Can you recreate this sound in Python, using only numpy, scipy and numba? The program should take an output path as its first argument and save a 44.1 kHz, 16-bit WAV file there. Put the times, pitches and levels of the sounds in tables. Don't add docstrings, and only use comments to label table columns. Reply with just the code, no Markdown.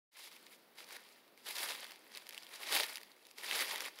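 import sys
import numpy as np
from scipy import signal
from scipy.fft import rfft, irfft
from scipy.io import wavfile
from scipy.ndimage import uniform_filter1d
from numba import njit

SR = 44100
rng = np.random.default_rng(int(sys.argv[2]) if len(sys.argv) > 2 else 0)


def attenuation_scalar(level_db):
    decades = np.asarray(level_db, float) / 20
    return 10 ** decades


def dump(signal):
    limited = np.clip(np.atleast_2d(signal).T, -1, 1)
    pcm = np.round(limited * 32767).astype(np.int16)
    wavfile.write(sys.argv[1], SR, pcm)


N = 176400

# frequency in Hz, level in dB.
AIR_COLOUR = [(20, -30), (100, -25), (220, -3.5), (450, -2.5), (1000, -8), (4500, -18.5), (7500, -32),
              (14000, -19)]
# frequency in Hz, level in dB.
LEAF_COLOUR = [(250, -15), (800, -3.5), (1150, -6.5), (4800, -2.5), (5800, -10), (8000, -12), (10000, -6.5),
               (15700, -14)]
# time in seconds, crush level in
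# dB.
FIRST_STEPS = [
    [(.12, -45.5), (.17, -45), (.21, -46), (.275, -51), (.3, -61), (.32, -54.5), (.38, -64), (.45, -64)],
    [(.5, -63.5), (.52, -58.5), (.555, -62.5), (.582, -69), (.744, -72)],
    [(.786, -52.5), (.81, -53), (.87, -59.5), (.925, -50.5), (.965, -52), (.975, -60.5), (1.15, -64),
     (1.36, -76), (1.39, -61)],
    [(1.425, -67), (1.445, -59.5), (1.46, -48.5), (1.495, -44), (1.54, -48.5), (1.585, -41), (1.635, -40),
     (1.67, -45), (1.71, -40)],
    [(1.76, -49.5), (1.78, -52), (1.84, -50.5), (1.86, -56), (1.92, -57.5), (2.02, -66.5), (2.1, -63)],
]
# time in seconds, crush level
# in dB.
LAST_STEPS = [
    [(2.168, -53), (2.2, -58.5), (2.25, -64), (2.29, -64), (2.35, -56.5), (2.4, -61), (2.5, -60.5)],
    [(2.54, -49.5), (2.59, -56), (2.605, -47), (2.64, -45.5), (2.66, -46.5), (2.7, -42), (2.73, -34),
     (2.77, -33), (2.81, -38.5)],
    [(2.855, -43.5), (2.87, -49.5), (2.9, -47), (2.95, -54), (2.965, -53.5), (2.99, -62), (3.2, -70),
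     (3.31, -66.5), (3.35, -70.5)],
    [(3.385, -48.5), (3.42, -53.5), (3.44, -45), (3.48, -44), (3.55, -35), (3.585, -37.5), (3.62, -36),
     (3.66, -44.5)],
    [(3.73, -40.5), (3.79, -48), (3.855, -44.5), (3.885, -49), (3.9, -57), (3.95, -62), (4.0, -57)],
]
MOVEMENT_TILT = [0.42, 0.2, -1.2, 0.5, -1.15, -0.67, -0.73, 0.19, -0.55, -0.88]
MOVEMENT_CRACKLE = [-6.5, -6, -4, -6, -4.5, -4.5, -6, -2, -5.5, -4]
# time in seconds, swell in dB.
LEAF_CLUMPS = [(0.17, 7), (0.195, 5.5), (0.24, 4.5), (0.315, 4.0), (0.365, 6.5), (0.756, 8), (0.784, 2),
               (0.869, 5), (0.926, 5), (1.067, 3), (1.465, 3.5), (1.509, 3), (1.519, -1), (1.556, 5.5),
               (1.567, 6), (1.595, 1), (1.659, 4), (1.689, 2.5), (1.707, 3), (1.721, 1.5), (1.749, 3.5),
               (1.752, 4.5), (1.76, 4), (1.778, 4), (1.799, 4.5), (1.943, 4.5), (2.013, 3), (2.068, 5),
               (2.128, 2), (2.18, 7), (2.202, 2), (2.223, 6), (2.261, 8), (2.277, 8), (2.333, 10),
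               (2.425, 10),
               (2.449, 5.0), (2.491, 6.2), (2.507, 3.7), (2.54, 3.3), (2.559, 4.2), (2.624, 3.3),
               (2.632, 3.5), (2.694, 1.6), (2.731, 2.7), (2.841, 2.5), (2.848, 3.4), (2.895, 2.7),
               (2.928, 3.5), (3.105, 4.2), (3.166, 7.3), (3.237, 4.9), (3.26, 6.3), (3.289, 4.1),
               (3.308, 6.8), (3.413, 3.2), (3.446, 2.7), (3.465, 1.9), (3.488, 3.5), (3.532, 2.9),
               (3.551, 1.4), (3.56, 1.6), (3.586, 2.5), (3.617, 2), (3.649, 2.0), (3.656, 4.9),
               (3.683, 2.7), (3.69, 2), (3.698, 2.6), (3.743, 3.0), (3.853, 5.5), (3.862, 3.0)]
# start in seconds, peak level in dB, pitch in Hz.
LEAF_TICKS = [(0.4288, -48, 10500), (0.4623, -50, 9400), (0.5481, -54, 9900), (0.9287, -37, 10700),
              (1.0065, -48, 11300), (1.0379, -50, 9000), (1.0983, -56, 10600), (1.1098, -53, 10600),
              (1.1287, -56, 8700), (1.1377, -55, 9600), (1.1791, -60, 12700), (1.8058, -34, 10400),
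              (1.885, -46, 10900), (1.9928, -47, 9700), (2.0447, -49, 13100), (2.0771, -48, 11200),
              (2.102, -51, 10200), (2.2312, -52, 9400), (2.3998, -52, 10400), (2.4442, -47, 11600),
              (2.8648, -31, 11100), (2.9333, -35, 9800), (2.947, -40, 9700), (3.009, -54, 9700),
              (3.0908, -58, 11100), (3.3178, -49, 12100), (3.3307, -57, 13400), (3.9204, -50, 11100),
              (3.9573, -46, 10000), (3.9703, -54, 11500)]
# start in seconds, peak level in dB, ring pitch in Hz, treble crack relative to the ring in dB.
EARLY_SNAPS = [(0.466, -47.5, 4500, 8), (0.805, -44, 1340, -5), (0.844, -39, 4900, -6),
               (0.889, -50, 3500, 9), (0.908, -40, 1390, -10), (0.966, -46, 1960, 7),
               (1.089, -63, 1760, 14), (1.279, -60, 980, 7), (1.376, -48, 2210, 1.5),
               (1.488, -27, 4400, -5), (1.584, -31, 2810, 4.5), (1.605, -35, 4750, -8),
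               (1.631, -26, 3380, -3), (1.636, -45, 325, -20), (1.831, -37, 3070, -0.5),
               (1.844, -36, 3320, 1), (1.851, -40, 1600, -8), (1.867, -45, 2060, 5.5),
               (1.909, -47, 2430, 10), (1.919, -40, 2800, 3), (1.959, -47, 2470, 5.5),
               (2.119, -43, 4550, -2)]
MIDDLE_SNAPS = [(2.15, -30.5, 4240, -13), (2.159, -40, 4700, 2), (2.173, -28, 4200, -3),
                (2.268, -39, 4290, 1), (2.291, -34, 4400, 4), (2.295, -31.5, 4900, -7),
                (2.308, -37, 2400, -4), (2.326, -36.5, 2570, -4), (2.346, -33.5, 2630, -5.5),
                (2.368, -41, 2680, -11), (2.378, -32.5, 2750, 0), (2.384, -37, 3070, -3.5),
                (2.433, -36, 4850, -5), (2.467, -35.5, 3440, -8), (2.526, -44, 2350, -4),
                (2.725, -19.5, 3620, -5), (2.751, -28, 4470, 0), (2.765, -21, 2230, -13),
                (2.772, -30, 4290, -7), (2.8, -27, 1320, 5), (2.807, -18, 4220, -6),
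                (2.834, -22, 3000, -1.5), (2.9, -52, 1930, -6), (2.957, -25, 4070, -3.5),
                (2.963, -36, 3930, -7), (2.971, -34, 4300, 5), (2.981, -39, 1840, 4)]
LATE_SNAPS = [(3.014, -45, 1770, 3), (3.032, -36, 4300, -1), (3.117, -41, 4320, -11),
              (3.227, -50, 4000, -6), (3.253, -41, 4020, -14), (3.268, -41.5, 3870, -0.5),
              (3.312, -45.5, 2550, 6), (3.384, -36.5, 1880, 0), (3.434, -36, 1950, 0),
              (3.512, -18, 2800, -8), (3.609, -24, 1930, -2), (3.616, -42, 420, -20),
              (3.622, -27, 2060, -11), (3.712, -33.5, 2000, 6), (3.759, -29, 2040, 3.5),
              (3.78, -33, 2000, 4), (3.806, -33.5, 2400, 10), (3.821, -34, 1230, -16),
              (3.882, -35.5, 1270, -25), (3.961, -40, 4900, -7), (3.988, -42, 3320, 7)]


def unit(x):
    return x / np.sqrt(np.mean(x ** 2))


def colour(x, points):
    hz, db = np.array(points).T
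    bins_hz = np.arange(1025) * SR / 2048
    log_gain = np.interp(np.log(bins_hz + 1), np.log(hz), db) * np.log(10) / 20
    cepstrum = irfft(log_gain)
    cepstrum[1:1024] *= 2
    cepstrum[1025:] = 0
    response = irfft(np.exp(rfft(cepstrum)))
    return signal.fftconvolve(x, response)[:N]


def walk(rate_hz):
    hold = int(SR / rate_hz)
    values = rng.standard_normal(N // hold + 1)
    return unit(uniform_filter1d(np.repeat(values, hold), hold)[:N])


def samples(seconds):
    return (seconds * SR).astype(np.int64)


@njit
def grains(out, start, hz, cycles, size, phase):
    for g in range(len(start)):
        turn = np.exp((2j * np.pi - 1 / cycles[g]) * hz[g] / SR)
        rise_step = np.exp(-3 * hz[g] / SR / cycles[g])
        unrisen = 1.
        z = size[g] * np.exp(1j * phase[g])
        end = min(len(out), start[g] + int(6 * cycles[g] * SR / hz[g]))
        for i in range(start[g], end):
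            out[i] += z.imag * (1 - unrisen)
            z *= turn
            unrisen *= rise_step
    return out


def air():
    level_db = -67 + .6 * walk(3.22)
    return unit(colour(rng.standard_normal(N), AIR_COLOUR)) * attenuation_scalar(level_db)


def crackle(crush_db, tilt_db, flutter_db):
    cracks_per_s, spread_db, top_db, crack_cycles = 2500, 3.5, 11, 1.09
    u = rng.random((cracks_per_s * 4, 5)).T
    at = (u[0] * N).astype(np.int64)
    hz = 250 * 64 ** u[1] ** .7
    octave = np.log2(hz / 3000)
    limit_db = top_db * np.minimum(hz / 2500, 1) ** 0.23
    size_db = np.minimum(-spread_db * np.log(1 - u[2]), limit_db) + 4.08 * octave
    cycles = crack_cycles * (.5 + u[3])
    phase = 2 * np.pi * u[4]
    steady = grains(np.zeros(N), at, hz, cycles, attenuation_scalar(size_db), phase)
    moving_db = size_db + (crush_db + flutter_db)[at] + tilt_db[at] * octave
    moving = grains(np.zeros(N), at, hz, cycles, attenuation_scalar(moving_db), phase)
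    return colour(moving, LEAF_COLOUR) / np.std(colour(steady, LEAF_COLOUR))


def rustle(crush_db, tilt_db, flutter_db):
    moving, steady = 0, 0
    for hz in 180 * 2. ** np.arange(7):
        octave = signal.butter(2, [hz / 1.414, hz * 1.414], "band", fs=SR, output="sos")
        band = signal.sosfilt(octave, rng.standard_normal(N))
        own_flutter_db = 2 * walk(60)
        level_db = crush_db + flutter_db + own_flutter_db + tilt_db * np.log2(hz / 3000)
        steady = steady + band
        moving = moving + band * attenuation_scalar(level_db)
    return colour(moving, LEAF_COLOUR) / np.std(colour(steady, LEAF_COLOUR))


def clumps():
    width_s, snap_swell_db = .0018, 3
    s, rise_db = np.array(LEAF_CLUMPS).T
    snap_s = np.array(EARLY_SNAPS + MIDDLE_SNAPS + LATE_SNAPS)[:, 0]
    hits = np.zeros(N)
    hits[samples(s)] = rise_db
    hits[samples(snap_s)] = snap_swell_db
    swell = np.exp(-.5 * (np.arange(-512, 513) / (width_s * SR)) ** 2)
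    return signal.fftconvolve(hits, swell, "same")


def ticks():
    cycles, gain_db = 1.5, 7
    s, db, hz = np.array(LEAF_TICKS).T
    return grains(np.zeros(N), samples(s), hz, cycles + 0 * s, attenuation_scalar(db + gain_db), 0 * s)


def snaps():
    cycles, gain_db, burst_s = 1.4, 1.5, .0004
    pieces, scatter_s, fall_db = 6, .0015, 15
    s, db, hz, crack_db = np.array(EARLY_SNAPS + MIDDLE_SNAPS + LATE_SNAPS).T
    at = samples(s)
    ring_db = db + gain_db
    treble_db = ring_db + crack_db
    ring = grains(np.zeros(N), at, hz, cycles + 0 * s, attenuation_scalar(ring_db), 0 * s)

    hits = np.zeros(N)
    hits[at] = attenuation_scalar(treble_db)
    k = np.arange(512) / (burst_s * SR)
    swell = np.e * k * np.exp(-k)
    burst = signal.fftconvolve(hits, swell)[:N] * rng.standard_normal(N)
    burst = signal.lfilter(*signal.butter(2, 2500, "high", fs=SR), burst)

    u = rng.random((len(s), 3, pieces))
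    late = -np.log(1 - u[:, 0])
    when = (at[:, None] + late * scatter_s * SR).astype(np.int64).ravel()
    size = attenuation_scalar(treble_db[:, None] - fall_db * late).ravel()
    pitch = (1500 * 10 ** u[:, 1]).ravel()
    phase = 2 * np.pi * u[:, 2].ravel()
    splinters = grains(np.zeros(N), when, pitch, cycles + 0 * size, size, phase)
    return ring + colour(burst + splinters, LEAF_COLOUR)


def scatter(feet):
    echo_db, t60_s = -15, .025
    tail = rng.standard_normal(4096) * attenuation_scalar(-60 * np.arange(4096) / SR / t60_s)
    tail = tail / np.sqrt(np.sum(tail ** 2))
    return attenuation_scalar(echo_db) * signal.fftconvolve(feet, tail)[:N]


def case_ring(feet):
    case_hz, case_q, case_db = 2070, 2.9, -6
    return attenuation_scalar(case_db) * signal.lfilter(*signal.iirpeak(case_hz, case_q, fs=SR), feet)


def scene():
    t = np.arange(N) / SR
    steps = FIRST_STEPS + LAST_STEPS
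    s, db = np.concatenate(steps).T
    middle_s = [np.mean(np.array(step)[:, 0]) for step in steps]
    crush_db = np.interp(t, s, db) + clumps()
    tilt_db = np.interp(t, middle_s, MOVEMENT_TILT)
    flutter_db = 0.47 * walk(90) + 0.48 * walk(30)

    crackle_gain = attenuation_scalar(np.interp(t, middle_s, MOVEMENT_CRACKLE))
    feet = crackle_gain * crackle(crush_db, tilt_db, flutter_db)
    feet = feet + attenuation_scalar(-4) * rustle(crush_db, tilt_db, flutter_db)
    feet = feet + ticks() + snaps()
    feet = feet + scatter(feet)
    feet = feet + case_ring(feet)
    low_cut = signal.butter(4, 234, "high", fs=SR, output="sos")
    return (signal.sosfilt(low_cut, feet) + air())[None]


def low_pass(x):
    return signal.sosfilt(signal.butter(12, 16410, fs=SR, output="sos"), x)


def record(dry):
    start_s, fade_s, top_hz = 0.113, 0.24, 15750
    fade = np.clip((np.arange(N) / SR - start_s) / fade_s, 0, 1)
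    top_cut = signal.ellip(10, .2, 32, top_hz, fs=SR, output="sos")
    return low_pass(signal.sosfilt(top_cut, dry) * fade)


dry = scene()
out = record(dry)
dump(out)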